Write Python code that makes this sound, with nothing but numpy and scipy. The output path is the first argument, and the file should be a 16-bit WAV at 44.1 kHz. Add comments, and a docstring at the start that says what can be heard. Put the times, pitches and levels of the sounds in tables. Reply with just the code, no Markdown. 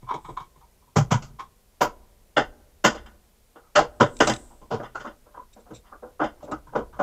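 """Working inside an opened device

Hands and a screwdriver work inside an opened device that lies on a bench in a small quiet room.
Every knock or tool tap is a short, blurred burst of dense noise that rings the chassis or the tool.
Further short bursts add the ticks of small hard parts, and bright treble and a stronger ring to some knocks.
A sleeve rustles, the bench rumbles and the microphone hisses: three kinds of filtered noise."""
import sys
import numpy as np
from scipy import signal
from scipy.fft import rfft, irfft
from scipy.io import wavfile
from scipy.ndimage import uniform_filter1d, minimum_filter1d

SR = 44100
rng = np.random.default_rng(int(sys.argv[2]) if len(sys.argv) > 2 else 0)


def unload_wav(signal):
    """Save mono or channel-first audio to the path in sys.argv[1] as 16-bit WAV at rate SR, clipped to [-1, 1]."""
    wavfile.write(
        sys.argv[1],
        SR,
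        np.round(np.clip(np.atleast_2d(signal).T, -1, 1) * 32767).astype(np.int16),
    )


N = 309582   # length of the scene in samples
SPAN = 2 ** 14   # room for one burst in samples
GRID_HZ = np.arange(1, SPAN // 2 + 2) * SR / SPAN   # starts one step above 0 Hz

# ways in which the opened chassis rings: f/Hz, width/Hz, level/dB
CHASSIS_MODES = [(131, 41, -1.5), (225.4, 52, -1.5), (309.7, 53, 0), (477, 300, -2), (595.3, 64, 1),
                 (778, 210, -2), (1015, 193, 0), (1274, 310, -2.5), (1450, 94, -4.5), (1560, 190, -9.5),
                 (2249, 280, -22), (2436, 420, -22), (2804, 370, -19), (3143, 410, -17.5),
                 (3610, 550, -23.5), (4320, 770, -27), (4940, 320, -22), (5520, 510, -26),
                 (6390, 2100, -22.5), (6940, 640, -34.5), (8750, 400, -56), (9800, 1100, -62.5),
                 (11000, 980, -43.5), (12400, 1000, -45), (14300, 1900, -41.5)]


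def from_db(db):
    """Turn decibels into an amplitude factor."""
    return 10 ** (np.asarray(db) / 20)


def rms_one(x):
    """Scale a signal or spectrum to an rms of 1."""
    return x / np.sqrt(np.mean(np.abs(x) ** 2) + 1e-20)


def resonances(modes, hz):
    """Power response of each mode, one row per mode; squaring it makes steep skirts and dark valleys."""
    centre, width, level_db = np.transpose(modes)[:, :, None]
    plain = (hz * width) ** 2 / ((centre ** 2 - hz ** 2) ** 2 + (hz * width) ** 2)
    return from_db(2 * level_db) * plain ** 2


def causal(power):
    """The minimum-phase filter with this power response: nothing sounds before its cause."""
    cepstrum = irfft(np.log(power + 1e-30) / 2)
    cepstrum[1:SPAN // 2] *= 2
    cepstrum[SPAN // 2 + 1:] = 0
    return np.exp(rfft(cepstrum))


def shaped_noise(gain):
    """Random noise coloured by a gain for each frequency; rms 1."""
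    return rms_one(irfft(rfft(rng.standard_normal(N)) * gain, N))


def dense_noise():
    """Noise of dense uneven clicks of random sign; rms 1."""
    clicks_per_s = 12000   # on average
    boost_db = 2.0 * np.minimum(rng.exponential(1, SPAN), 2)
    sizes = rng.standard_normal(SPAN) * from_db(boost_db)
    return rms_one(sizes * (rng.random(SPAN) < clicks_per_s / SR))


def swell(lasts, t60, rise):
    """Loudness curve that rises, holds while the burst lasts, then falls 60 dB in t60 seconds."""
    t = np.arange(SPAN) / SR
    fall = from_db(-60 * np.maximum(t - lasts, 0) / t60)
    return (1 - np.exp(-t / rise)) ** 2 * fall


def add(out, s, sound):
    """Mix one burst into the scene at time s."""
    at = max(round(s * SR), 0)
    out[at:at + SPAN] += sound[:N - at]


def hiss(hz):
    """Steady room tone and microphone noise: random noise with a fixed colour."""
    treble_db = -67   # level of the part above 1500 Hz
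    # colour of the noise, only its shape counts: f/Hz, level/dB per Hz
    noise_colour = [(12, -35.5), (20, -5.5), (158, -18), (209, -15.5), (317, -26.5), (397, -18.5),
                    (916, -27), (1320, -31), (1690, -31.5), (1950, -31), (2880, -33), (13700, -33.5),
                    (15800, -39)]
    colour_hz, colour_db = np.transpose(noise_colour)
    colour = from_db(np.interp(np.log(hz), np.log(colour_hz), colour_db))
    treble_share = np.sqrt(np.sum(colour[hz > 1500] ** 2) / np.sum(colour ** 2))
    return from_db(treble_db) / treble_share * shaped_noise(colour)


def rumble(hz, near):
    """Deep noise of the bench shaking under the arms, stronger for a moment after each knock."""
    shake_db, power_fades_s = -27.5, 0.067   # extra shaking, and how slowly its power fades
    # rumble between knocks: t/s, level/dB
    quiet_level = [(0.0, -52.5), (0.92, -63), (1.17, -54), (1.6, -64.5), (3.07, -58), (3.5, -71),
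                   (4.2, -54.5), (5.47, -62.5), (7.02, -53.5)]
    times, levels_db = np.transpose(quiet_level)
    fade = np.exp(-1 / (power_fades_s * SR))
    after_knocks = np.sqrt(signal.lfilter([1 - fade], [1, -fade], near ** 2))
    between = from_db(np.interp(np.arange(N) / SR, times, levels_db))
    level = between + from_db(shake_db) * after_knocks
    bench_power = resonances([(26, 25, 0), (55.7, 26, -2)], hz).sum(axis=0)
    return level * shaped_noise(np.sqrt(bench_power))


def room(x):
    """A dull tail of dense reflections: the sound is smeared by fading, filtered noise."""
    t60_s, low_cut_hz, wall_cut_hz = 0.8, 139, 480
    t = np.arange(SR) / SR
    tail = rng.standard_normal(SR) * from_db(-60 * t / t60_s)
    tail = tail * (t > .01)   # the first reflections need 10 ms
    walls = signal.butter(1, [low_cut_hz, wall_cut_hz], "band", fs=SR, output="sos")
    tail = signal.sosfilt(walls, tail)
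    return signal.fftconvolve(x, tail / np.sqrt(np.sum(tail ** 2)))[:N]


def rustle(hz):
    """A sleeve rubs over the edge: hiss in a high resonance swells and fades with each stroke."""
    rise_db_per_s, fall_db_per_s = 84, 86
    # strokes of the sleeve: t/s of the peak, level/dB
    sleeve_strokes = [(.28, -66.5), (4.3, -46.5), (5.03, -77)]
    # colour of the cloth: f/Hz, width/Hz, level/dB
    cloth = [(3700, 1500, -14), (6000, 2500, -14), (7900, 1500, 0)]
    t = np.arange(N) / SR
    level = np.zeros(N)
    for s, peak_db in sleeve_strokes:
        drop_db = np.maximum(rise_db_per_s * (s - t), fall_db_per_s * (t - s))
        level += from_db(peak_db - drop_db)
    return level * shaped_noise(np.sqrt(resonances(cloth, hz).sum(axis=0)))


def ringing_bursts(rows, modes, t60):
    """Short bursts of dense noise, all filtered by the same set of resonances."""
    rise_share, tail_per_length = 0.33, 2.2   # longer bursts die away more slowly
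    out = np.zeros(N)
    ring = rms_one(causal(resonances(modes, GRID_HZ).sum(axis=0)))
    for s, level_db, lasts in rows:
        envelope = swell(lasts, t60 + tail_per_length * lasts, rise_share * lasts)
        push = rfft(dense_noise() * envelope)
        add(out, s, from_db(level_db) * irfft(ring * push))
    return out


def ticks():
    """Small hard parts tick or scrape and ring high and briefly."""
    # the ticks: t/s, level/dB, lasts/s
    tick_times = [(3.059, -58.5, 0.0045), (3.787, -34, 0.0045), (4.166, -42, .002), (4.188, -43, 0.0027),
                  (4.27, -23.5, 0.0068), (4.295, -26, .003), (4.336, -28.5, 0.0021), (4.361, -38.5, .003),
                  (5.526, -54.5, 0.013), (5.59, -65, .02), (5.728, -50, 0.039), (6.428, -59, 0.024),
                  (6.512, -43.5, 0.0074)]
    # ringing of the small parts: f/Hz, width/Hz, level/dB
    small_parts = [(2480, 620, -2.5), (3740, 550, 5.5), (5700, 1600, -2.5), (7520, 520, 5.5),
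                   (8500, 700, -11.5)]
    return ringing_bursts(tick_times, small_parts, t60=.016)


def knock_treble():
    """Bright treble of the sharpest knocks: short bursts in the five highest chassis modes."""
    # the bursts: t/s, level/dB, lasts/s
    treble_times = [(0.96, -51.5, 0.022), (1.11, -54, .012), (1.388, -74, .012), (1.806, -39.5, 0.022),
                    (2.839, -39.5, 0.012), (3.786, -57.5, .01), (4.201, -49.5, 0.0071), (4.269, -53, .014),
                    (4.292, -58, .012)]
    return ringing_bursts(treble_times, CHASSIS_MODES[-5:], t60=.07)


def knock_ring():
    """Some knocks ring more strongly between about 1.4 and 5 kHz: extra bursts in resonances there."""
    # the bursts: t/s, level/dB, lasts/s
    ring_times = [(2.364, -19, 0.0086), (2.842, -16, 0.0052), (2.944, -48.5, 0.034), (3.058, -51, 0.0071),
                  (3.555, -60, 0.0092), (3.753, -19.5, 0.0094), (4.004, -24.5, 0.0074),
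                  (4.201, -18, 0.0072), (4.292, -27.5, 0.009), (4.826, -49, 0.025), (4.998, -48.5, 0.011),
                  (5.068, -45.5, 0.004), (5.85, -62.5, 0.025), (6.2, -43.5, 0.025), (6.235, -36, 0.0079),
                  (6.752, -54, 0.0097)]
    # the resonances: f/Hz, width/Hz, level/dB
    ring_modes = [(1463, 120, -1.5), (1792, 270, -4.5), (2030, 190, -6.5), (2837, 240, -8), (3117, 170, -8),
                  (3474, 260, -11), (5016, 180, -15)]
    return ringing_bursts(ring_times, ring_modes, t60=.14)


def blows(rows, modes, strike_db, upper_hz, upper_db, sizzle_db):
    """Each burst rings the body and the touched part; its levels share the power over the bands."""
    mode_spread_db = 2.7   # each blow finds other modes strong
    part_sharpness, part_db = 10.5, 7.5   # sharpness is pitch divided by width
    rise_share, longest_rise_s = 0.6, 0.0065   # the shorter a burst, the more abruptly it sets in
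    strike_s = 0.0013   # a peak stands out of the burst for about this long
    # quieter knocks are given a longer fade
    shortest_t60_s, longer_s_per_db, loud_db = 0.15, .003, -34.5
    upper_follows = 0.68   # share of the hardness that the upper band takes up
    # borders between the bands thud, case, middle, upper, hard and sizzle: f/Hz
    band_edges = [80, 170, 750, 1800, 4200, 8000, 15800]
    # filter order of each band: the higher, the steeper
    band_orders = [3, 3, 3, 3, 9, 9]

    bands = []
    for order, low, high in zip(band_orders, band_edges, band_edges[1:]):
        band = signal.butter(order, [low, high], "band", fs=SR, output="sos")
        bands.append(np.abs(signal.sosfreqz(band, GRID_HZ, fs=SR)[1]) ** 2)
    bands = np.array(bands)
    rings = resonances(modes, GRID_HZ)
    t = np.arange(SPAN) / SR
    out = np.zeros(N)
    for s, level_db, thud, case, hard, part_hz, lasts in rows:
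        body = from_db(2 * rng.normal(0, mode_spread_db, len(modes))) @ rings
        part_modes = [(hz, hz / part_sharpness, part_db) for hz in (part_hz, upper_hz)]
        body = body * (1 + resonances(part_modes, GRID_HZ).sum(axis=0))

        rise = np.clip(rise_share * lasts, .001, longest_rise_s)
        t60 = shortest_t60_s + longer_s_per_db * max(loud_db - level_db, 0)
        strike = np.exp(-((t - 2 * rise) / strike_s) ** 2)
        envelope = swell(lasts, t60, rise) * (1 + from_db(strike_db) * strike)
        push = rfft(dense_noise() * envelope)

        # scale every band towards the energy that its level asks for
        found = np.mean(bands * body * np.abs(push) ** 2, axis=1) / np.sum(envelope ** 2)
        shares_db = np.array([thud, case, 0, upper_db + upper_follows * hard, hard, sizzle_db + hard])
        band_gains = from_db(level_db + shares_db) ** 2 / found
        sound = irfft(push * causal(body * (band_gains @ bands)))
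        add(out, s - 1.5 * rise, sound)   # starts early, as the burst needs time to rise
    return out


def tool_taps():
    """The screwdriver chatters in a screw head: short bursts of noise ring the tool."""
    # the taps: t/s, level/dB at 750-1800 Hz, then relative to it thud/dB, case/dB, hardness/dB (treble
    # above about 4 kHz); pitch of the touched part f/Hz, lasts/s
    taps = [(0.025, -57.5, 15.5, 4.5, -16, 1030, 0.015), (0.072, -41.5, -35, -24, -38, 1040, 0.018),
            (0.091, -27, -50, -38, -35, 1040, 0.012), (0.111, -23, -48, -13.5, -35, 980, 0.0086),
            (0.14, -33.5, -21, 3, -19, 854, 0.0043), (0.249, -38, -10, -21, -25.5, 1000, 0.0095),
            (0.29, -39.5, -1, 3, -25, 1040, 0.0074), (0.372, -27, -27, -28, -32.5, 1075, 0.0076),
            (0.403, -41.5, -4.5, -11, -19.5, 1080, 0.005), (0.56, -61, 3.5, 1.5, -14, 1050, .013),
            (0.612, -51.5, -16, -24.5, -33, 945, 0.0091), (0.82, -61, -12, -11, -35, 1010, 0.011),
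            (0.879, -61, -12.5, -10, -32, 980, .015), (1.394, -33, -41.5, -17, -21.5, 1073, 0.02)]
    # ringing of the tool: f/Hz, width/Hz, level/dB
    tool_modes = [(132.5, 49, -10.5), (353, 265, -9), (767, 110, -14.5), (968, 297, -7), (1248, 93, -10.5),
                  (2280, 130, -30.5), (3230, 440, -32), (3670, 640, -32), (4830, 610, -41.5),
                  (5600, 800, -39.5), (6700, 1400, -41), (8800, 1500, -61)]
    return blows(taps, tool_modes, strike_db=-4.0, upper_hz=2225, upper_db=4, sizzle_db=-12.5)


def knocks():
    """Hands and tool knock on the device: each short, blurred burst of dense noise rings the chassis."""
    # the knocks: t/s, level/dB at 750-1800 Hz, then relative to it bench thud/dB, case/dB, hardness/dB
    # (treble above about 4 kHz); pitch of the touched part f/Hz, lasts/s
    knock_times = [(0.966, -19.5, 10, 2, -8, 813, 0.012), (1.115, -19, 5.5, -5.5, -11, 942, 0.016),
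                   (1.224, -47, 9, -1, 0, 1270, .005), (1.815, -14.5, -28, -1.5, -14.5, 990, 0.012),
                   (2.372, -17.5, -46, 2, -19, 1483, 0.019), (2.849, -12, -31.5, 1, -8, 1510, 0.011),
                   (2.949, -40.5, -32, 4.5, -10, 458, 0.014), (3.062, -48, -27, -31, -19.5, 1500, 0.0066),
                   (3.56, -47, -32, 1.5, -31, 483, 0.0093), (3.62, -64.5, -30.5, -7.5, -39, 1285, .07),
                   (3.759, -12.5, -34, 2, -12, 596, 0.0093), (3.791, -15.5, -17, 0.5, -18, 484, 0.0096),
                   (4.008, -11, -7, 1.5, -20.5, 585, .012), (4.205, -13.5, -16.5, 2.5, -12, 1524, 0.0046),
                   (4.274, -23, -2.5, 4.5, -4, 1260, .008), (4.296, -24.5, -10, 4.5, -7, 990, 0.0058),
                   (4.508, -53.5, -18.5, 1, -24, 960, .0085), (4.618, -55.5, -30, 9, -15, 1040, 0.0091),
                   (4.712, -33.5, 0.5, 8, -16, 454, 0.043), (4.8, -38.5, -10, 8, -26, 687, 0.0055),
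                   (4.832, -37.5, -8, -1.5, -23.5, 1220, 0.014), (4.955, -28, -23.5, -11, -24, 1385, 0.012),
                   (5.002, -39.5, -10, -3, -13, 1470, 0.01), (5.051, -33.5, -26, -0.5, -26, 900, .014),
                   (5.074, -44.5, -23, 5, -22, 564, .012), (5.266, -56, -26, 2.5, -32, 613, 0.013),
                   (5.346, -44, -22, -10, -40.5, 990, 0.009), (5.375, -36, -35.5, -5.5, -46, 996, 0.007),
                   (5.565, -56.5, -18, 10.5, -19, 479, 0.007), (5.663, -56.5, -9, 4, -41, 720, 0.025),
                   (5.71, -49, 7, 12, -19.5, 480, 0.01), (5.846, -59, -15.5, -13, -23.5, 1910, 0.057),
                   (5.922, -43.5, -37, -6.5, -51.5, 1160, 0.028), (6.03, -46, -42, 11.5, -35, 502, 0.012),
                   (6.07, -56, -18.5, 1, -42, 517, 0.0083), (6.202, -24, -41.5, 1, -37.5, 704, 0.036),
                   (6.24, -34.5, -23, 10, -17, 492, 0.0098), (6.406, -53.5, -3, -13, -18, 1280, .005),
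                   (6.429, -59.5, 5, 23, -3, 560, 0.0077), (6.479, -49.5, -4, 15, -24, 670, 0.008),
                   (6.519, -27.5, -11.5, 2, -25, 1260, 0.011), (6.673, -47.5, -2, -11, -27, 940, .012),
                   (6.733, -44, -14.5, 7.5, -30.5, 890, 0.012), (6.757, -23.5, -30.5, 6, -28, 477, 0.01),
                   (6.79, -36, -8.5, 1, -28, 964, 0.0075), (6.933, -46, -5, -21, -26, 1130, 0.014),
                   (6.967, -51.5, -29.5, 2, -21, 1240, 0.0071), (6.997, -23, -45, 3, -31.5, 744, 0.023)]
    return blows(knock_times, CHASSIS_MODES, strike_db=-7.0, upper_hz=2027, upper_db=-1.5, sizzle_db=-37.5)


def scene():
    """Mix the knocks, taps and ticks with their room tail, the sleeve and the background noises."""
    room_db = -36.5
    hz = np.arange(1, N // 2 + 2) * SR / N   # starts one step above 0 Hz
    near = knocks() + tool_taps() + ticks() + knock_treble() + knock_ring()
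    background = rustle(hz) + hiss(hz) + rumble(hz, near)
    return (near + from_db(room_db) * room(near) + background)[None]


def record(dry):
    """A limiter that looks ahead holds the loudest knocks under a ceiling; then the top is cut steeply."""
    ceiling, limiter_samples, cutoff_hz = .88, 441, 16100
    allowed = np.minimum(1, ceiling / (np.abs(dry) + 1e-9))
    lowest = minimum_filter1d(allowed, size=2 * limiter_samples)
    gain = uniform_filter1d(lowest, size=limiter_samples)   # smooth the gain changes
    top_cut = signal.cheby2(20, 70, cutoff_hz, fs=SR, output="sos")
    return signal.sosfilt(top_cut, dry * gain)


dry = scene()
out = record(dry)
unload_wav(out)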